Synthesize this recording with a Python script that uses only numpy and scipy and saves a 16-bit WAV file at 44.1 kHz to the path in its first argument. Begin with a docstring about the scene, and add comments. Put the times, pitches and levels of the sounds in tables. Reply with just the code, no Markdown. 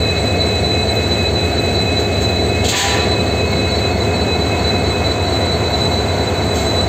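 """Diesel locomotive passing slowly

A sixteen-cylinder two-stroke turns steadily, a few metres away. Unequal firings throb in the exhaust,
the hood drones and rattles, and turbocharger and gears whine over a low roar and the cooling air.
An air valve blows off once, loudly, ducking the engine; faint puffs and ticks come before and after."""
import sys
import numpy as np
from scipy import signal
from scipy.fft import rfft, irfft
from scipy.io import wavfile
from scipy.ndimage import uniform_filter1d

SR = 44100
rng = np.random.default_rng(int(sys.argv[2]) if len(sys.argv) > 2 else 0)


def log_audio(samples):
    """Write samples as a 16-bit WAV file to the path given in sys.argv[1]."""
    # one column per channel
    frames = np.atleast_2d(samples).T
    # limit to full scale, then quantise
    limited = np.clip(frames, -1, 1)
    pcm = np.round(limited * 32767).astype(np.int16)
    wavfile.write(sys.argv[1], SR, pcm)


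N = 303496
T = np.arange(N) / SR
HZ = np.fft.rfftfreq(N, 1 / SR)
CRANK_HZ = 4.507

# Cylinder strengths in firing order (level [dB])
FIRINGS_DB = [5, 4, 9, 7, 7, 1, 7, -15, 3, -15, -15, 2, 5, 2, 1, 9]
# Exhaust resonances in series (frequency [Hz], half width [Hz])
EXHAUST_MODES = [(84, 5), (103.5, 5), (88, 50), (88, 50)]
# Exhaust colour from ground and hood echoes (frequency [Hz], gain [dB])
ECHO_EQ = [(63, 0.5), (68, -15), (72, -1.5), (76.6, 6), (81, 5), (86, 13.5), (92, 4)]
# Hood drone (crank order, level [dB])
DRONE_ORDERS = [(12, -44.5), (30, -40), (33, -43), (40, -34.5), (43, -35.5), (49, -32.5), (52, -41),
                (58, -36.5), (60, -36.5), (79, -34.5), (80, -37.5), (88, -46), (90, -31.5), (92, -39),
                (94, -34), (96, -31.5), (112, -40.5), (113, -33.5), (127, -43), (146, -35), (147, -35),
                (156, -42), (158, -32.5), (159, -41)]
# Hood rattle (frequency [Hz], gain [dB])
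RATTLE_SPECTRUM = [(60, -26), (115, -13), (135, -13), (230, -9), (305, -4.5), (420, -6.5), (490, -2.5),
                   (550, -13), (700, 2.5), (800, -10), (1100, -18), (2000, -42), (4000, -48)]
# Engine roar (frequency [Hz], gain [dB])
ROAR_SPECTRUM = [(20, -23), (48, -22), (70, 1), (130, 1), (240, 1), (305, -1.5), (350, 0.5), (430, 0),
                 (580, -2.5), (720, -3), (830, -9.5), (1100, -25), (2000, -31.5), (5000, -73)]
# Side grille air (frequency [Hz], gain [dB])
GRILLE_SPECTRUM = [(300, -20), (640, -18), (725, 3.5), (800, 2.5), (900, 2.5), (1000, 5), (1120, -2.5),
                   (1500, -1.5), (1850, -18), (2130, 0.5), (2300, -22.5), (4000, -30), (8000, -66)]
# Fan hiss (frequency [Hz], gain [dB])
FAN_SPECTRUM = [(500, -24.5), (1200, 0.5), (1700, 1.5), (2050, 2), (2400, -1), (3200, -6), (3800, -2),
                (4400, -5), (5200, -7), (6700, -5), (6950, -8), (7580, -6), (7780, -8), (8400, -12.5),
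                (12000, -23.5), (15700, -28.5)]
# Turbo blade tone as the body passes (time [s], level [dB])
BLADE_LEVEL = [(0, -22.5), (1.9, -23.6), (3.8, -26), (5.1, -24.5), (6.88, -23.5)]
# Blade tone partials (harmonic, gain [dB], roughness [0-1])
BLADE_PARTIALS = [(1, 1, 0.1), (2, -19.5, 0.4), (3, -32.5, .7)]
# Gear tones (frequency [Hz], swing [Hz], throb [dB], load peak [turns], roughness [0-1],
# coming [dB], abreast [dB], going [dB])
GEAR_TONES = [(1006, 3.8, -0.5, 0.55, 0.7, -56, -40, -53), (2169, 10, 1.5, .85, 0.63, -37, -37, -40),
              (2559.4, 9.4, 4, 0.5, 0.1, -31, -31, -37.5), (4323, 8, 6.5, 0.87, 0.5, -43, -38, -41.5),
              (5435, 5, 4, 1, .3, -50, -49, -50), (5860, 6, 4.5, 0.66, .3, -49, -53, -47)]
# Air puffs (start [s], level [dB], rise [s], decay [s])
AIR_PUFFS = [(1.98, -29, .02, 0.033), (2.205, -27, .015, 0.043), (5.72, -34.5, 0.09, .2),
             (6.535, -25, .025, 0.15)]
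# Air jet (frequency [Hz], gain [dB])
JET_SPECTRUM = [(700, -20), (2000, -3), (3300, 3), (4400, 2), (5500, 0), (7300, 2.5), (8400, -7),
                (12000, -18), (15700, -25)]
# High ticks (start [s], level [dB], frequency [Hz], half width [Hz], decay [s])
HIGH_TICKS = [(2.303, -39, 15400, 250, .006), (2.36, -47, 15400, 250, .005),
              (3.517, -35, 13800, 1510, .002)]
# Valve spurts (start [s], level [dB], rise [s], hold [s], decay [s], treble tilt [dB/octave])
VALVE_SPURTS = [(2.635, -20, 0.011, 0.026, .03, 1), (2.678, -12.5, .012, .01, 0.052, 2),
                (2.743, -8.5, 0.03, 0.031, 0.075, 1)]
# Vent pipe rush (frequency [Hz], gain [dB])
VENT_SPECTRUM = [(500, -10), (800, 2), (1200, -11), (1800, 5.5), (2400, 0), (3300, -0.5), (4500, -3.5),
                 (6500, -10), (9000, -30), (15000, -51)]
# Vent pipe resonances (frequency [Hz], half width [Hz], gain [dB])
HOWL_MODES = [(797, 11, 3), (986, 9.4, 0.5), (1020, 8, -5), (1160, 14, -4.5), (1357, 10, -8.5),
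              (1775, 39, -7)]
# Treble gaps dulling the whole sound: dip at 5-6 kHz, hole at 8.6-11.5 kHz (frequency [Hz], gain [dB])
TREBLE_GAPS = [(4680, -1), (4820, -8.5), (6040, -9.5), (6150, -2), (8400, -1), (8650, -15), (10000, -22),
               (11000, -31), (11450, -27), (11700, -0.5)]


def amp(db):
    """Decibels to gain."""
    return 10 ** (np.asarray(db) / 20)


def unit(x):
    """Scale to rms 1."""
    return x / np.sqrt(np.mean(abs(x) ** 2) + 1e-20)


def curve(points):
    """(time, value) points joined by straight lines."""
    return np.interp(T, *np.transpose(points))


def shape(spectrum, hz=HZ):
    """Gain of a spectrum at hz."""
    points_hz, db = np.transpose(spectrum)
    return amp(np.interp(np.log(hz + 1), np.log(points_hz + 1), db))


def noise(gains):
    """Spectrally shaped noise, rms 1."""
    return unit(irfft(rfft(rng.standard_normal(N)) * gains, N))


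def flutter(width_hz):
    """Complex low-pass noise, rms 1."""
    gains = 1 / (1 + (HZ / width_hz) ** 2)
    return unit(noise(gains) + 1j * noise(gains))


def wavering(share, width_hz):
    """Complex tone amplitude with a share of its power fluttering."""
    return np.sqrt(1 - share) + np.sqrt(share) * flutter(width_hz)


def envelope(start_s, rise_s, hold_s, decay_s):
    """Linear rise, hold, exponential decay."""
    age_s = T - start_s
    return np.clip(age_s / rise_s, 0, 1) * np.exp(-np.maximum(age_s - rise_s - hold_s, 0) / decay_s)


def each_turn(orders, amplitudes, size=16384):
    """Sum of crank orders, repeated every turn."""
    spectrum = np.zeros(size // 2 + 1, complex)
    spectrum[orders] = amplitudes
    one_turn = irfft(spectrum) * size / 2
    return np.interp(T * CRANK_HZ, np.arange(size) / size, one_turn, period=1)


def crank_swing(peak_turns):
    """One cosine cycle per crank turn."""
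    return np.cos(2 * np.pi * (T * CRANK_HZ - peak_turns))


def grille_db(far_db=-37, near_db=-28.5, midpoint_s=3.65, change_s=1.7):
    """Side grille level, rising as the grilles come abreast."""
    nearness = 0.5 + 0.5 * np.tanh(2 * (T - midpoint_s) / change_s)
    return far_db + nearness * (near_db - far_db)


def exhaust(level_db=-20, first_firing_s=0.1681, unsteady=0.077):
    """Sixteen evenly spaced, unequal firings ring the pipe: the same throb every turn."""
    orders = np.arange(8, 40)
    hz = orders * CRANK_HZ
    fired_s = first_firing_s + np.arange(len(FIRINGS_DB)) / len(FIRINGS_DB) / CRANK_HZ
    firings = np.exp(-2j * np.pi * np.outer(hz, fired_s)) @ amp(FIRINGS_DB)
    modes = [1 / (1 + 1j * (hz - mode_hz) / width_hz) for mode_hz, width_hz in EXHAUST_MODES]
    throb = unit(each_turn(orders, firings * np.prod(modes, axis=0) * shape(ECHO_EQ, hz)))
    return amp(level_db) * throb * (1 + unsteady * flutter(7.6).real)


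def hood_drone(unsteady=0.29, beam_share=0.47, beam_above_hz=620, abreast_db=-29.5):
    """Panels sing at strong, wavering crank orders; the high ones beam out through the grilles."""
    beam_db = beam_share * (grille_db() - abreast_db)
    knots_s = np.linspace(0, T[-1], 15)
    out = 0
    for order, db in DRONE_ORDERS:
        hz = order * CRANK_HZ
        swell = unsteady * np.interp(T, knots_s, rng.standard_normal(len(knots_s)))
        drift_rad = unsteady * np.interp(T, knots_s, rng.standard_normal(len(knots_s)))
        gain = np.sqrt(2) * amp(db + beam_db * (hz > beam_above_hz)) * (1 + swell)
        out += gain * np.cos(2 * np.pi * (hz * T + rng.random()) + drift_rad)
    return out


def hood_rattle(level_db=-27.5):
    """Panels shake alike every turn: dense, weak crank orders."""
    orders = np.arange(25, 700)
    phasors = np.exp(2j * np.pi * rng.random(len(orders)))
    return amp(level_db) * unit(each_turn(orders, shape(RATTLE_SPECTRUM, orders * CRANK_HZ) * phasors))


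def engine_roar(level_db=-19.5):
    """Steady low engine noise."""
    return amp(level_db) * noise(shape(ROAR_SPECTRUM))


def cooling_air(fan_db=-28.5, flicker_db=0.75, flicker_hz=9.3):
    """Fans hiss with a faint flicker; air rushes through the side grilles."""
    fans = amp(fan_db + flicker_db * flutter(flicker_hz).real) * noise(shape(FAN_SPECTRUM))
    return fans + amp(grille_db()) * noise(shape(GRILLE_SPECTRUM))


def turbo(blade_hz=3987, swing_hz=6, throb_db=1, jitter_hz=5, fade_share=0.41):
    """The blade tone swings with the crank; turbulence fades and roughens it."""
    surge = crank_swing(peak_turns=0.12)
    pitch_hz = blade_hz + swing_hz * surge + jitter_hz * unit(flutter(width_hz=22).real)
    cycles = np.cumsum(pitch_hz) / SR
    tone = 0
    for harmonic, db, roughness in BLADE_PARTIALS:
        turbulence = wavering(fade_share, width_hz=20) * wavering(roughness, width_hz=55)
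        tone += amp(db) * (turbulence * np.exp(2j * np.pi * harmonic * cycles)).real
    return np.sqrt(2) * amp(curve(BLADE_LEVEL) + throb_db * surge) * tone


def gears(uneven_db=1):
    """Teeth take up and shed load once a turn; each tone's level shifts as its housing passes. The lowest tone,
    near 1 kHz, swells with the blast and lingers."""
    out = 0
    for hz, swing_hz, throb_db, peak_turns, roughness, coming_db, abreast_db, going_db in GEAR_TONES:
        pass_db = curve([(2.2, coming_db), (3.2, abreast_db), (4.8, abreast_db), (5.25, going_db)])
        load = np.tanh(2.2 * (crank_swing(peak_turns) + 0.2))  # on for just over half a turn
        swell_db = throb_db * load + uneven_db * unit(flutter(width_hz=1.4).real)
        cycles = np.cumsum(hz + swing_hz * crank_swing(peak_turns=0.97)) / SR
        tone = (wavering(roughness, width_hz=28) * np.exp(2j * np.pi * cycles)).real
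        out += np.sqrt(2) * amp(pass_db + swell_db) * tone
    return out


def air_puffs(low_cut_hz=5000, pipe_hz=1075, ripple_db=4.5):
    """Thin jets of air, coloured by a short pipe's overtones."""
    gain = sum(amp(db) * envelope(start_s, rise_s, 0, decay_s)
               for start_s, db, rise_s, decay_s in AIR_PUFFS)
    pipe = amp(ripple_db * np.cos(2 * np.pi * HZ / pipe_hz))
    low_cut = HZ ** 2 / (HZ ** 2 + low_cut_hz ** 2)
    return gain * noise(shape(JET_SPECTRUM) * pipe * low_cut)


def ticks():
    """Tiny bursts of high noise."""
    out = 0
    for start_s, db, hz, width_hz, decay_s in HIGH_TICKS:
        burst = (T >= start_s) * np.exp(-abs(T - start_s) / decay_s)
        band = np.exp(-((HZ - hz) / width_hz) ** 2)
        out += amp(db) * burst * noise(band)
    return out


def air_valve(open_s=2.716, rise_s=0.028, hold_s=0.099, rush_db=-14, howl_db=-17):
    """Three bright spurts; the vent pipe rushes, and its resonances howl on as the pressure falls."""
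    octaves = np.log2(1 + HZ / 1000)
    jet = 0
    for start_s, db, *stages_s, tilt_db in VALVE_SPURTS:
        hiss = noise(shape(JET_SPECTRUM) * amp(tilt_db * octaves))
        jet += amp(db) * envelope(start_s, *stages_s) * hiss
    rush = amp(rush_db) * envelope(open_s, rise_s, hold_s, decay_s=0.13) * noise(shape(VENT_SPECTRUM))
    modes = sum(amp(db) / (1 + ((HZ - hz) / width_hz) ** 2) for hz, width_hz, db in HOWL_MODES)
    howl = amp(howl_db) * envelope(open_s, rise_s, hold_s, decay_s=0.16) * noise(modes)
    return jet + rush + howl


def gain_control(x, threshold_db=-16, cut_share=0.87, window_s=0.048, recovery_db_per_s=130,
                 low_cut_hz=587):
    """Duck everything when mids and treble exceed the threshold: the engine sinks under the blast."""
    sidechain = signal.sosfilt(signal.butter(2, low_cut_hz, "high", fs=SR, output="sos"), x[0])
    power = abs(uniform_filter1d(sidechain ** 2, round(window_s * SR)))
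    power_db = 10 * np.log10(power + 1e-12)
    fall_db = T * recovery_db_per_s
    held_db = np.maximum.accumulate(power_db + fall_db) - fall_db
    excess_db = np.maximum(held_db - threshold_db, 0)
    return x * amp(-cut_share * uniform_filter1d(excess_db, size=200))


def scene():
    """Engine, cooling air and whines, with the air valve on top; mono."""
    engine = exhaust() + hood_drone() + hood_rattle() + engine_roar()
    return (engine + cooling_air() + turbo() + gears() + air_valve() + air_puffs() + ticks())[None]


def record(dry):
    """Gain control, soft ends, treble gaps, band limit."""
    ducked = gain_control(dry) * signal.windows.tukey(N, 0.001)
    dulled = irfft(rfft(ducked) * shape(TREBLE_GAPS), N)
    low_pass = signal.firwin(511, cutoff=15750, window=("kaiser", 9), fs=SR)
    return signal.oaconvolve(dulled, low_pass[None], "same")


dry = scene()
out = record(dry)
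log_audio(out)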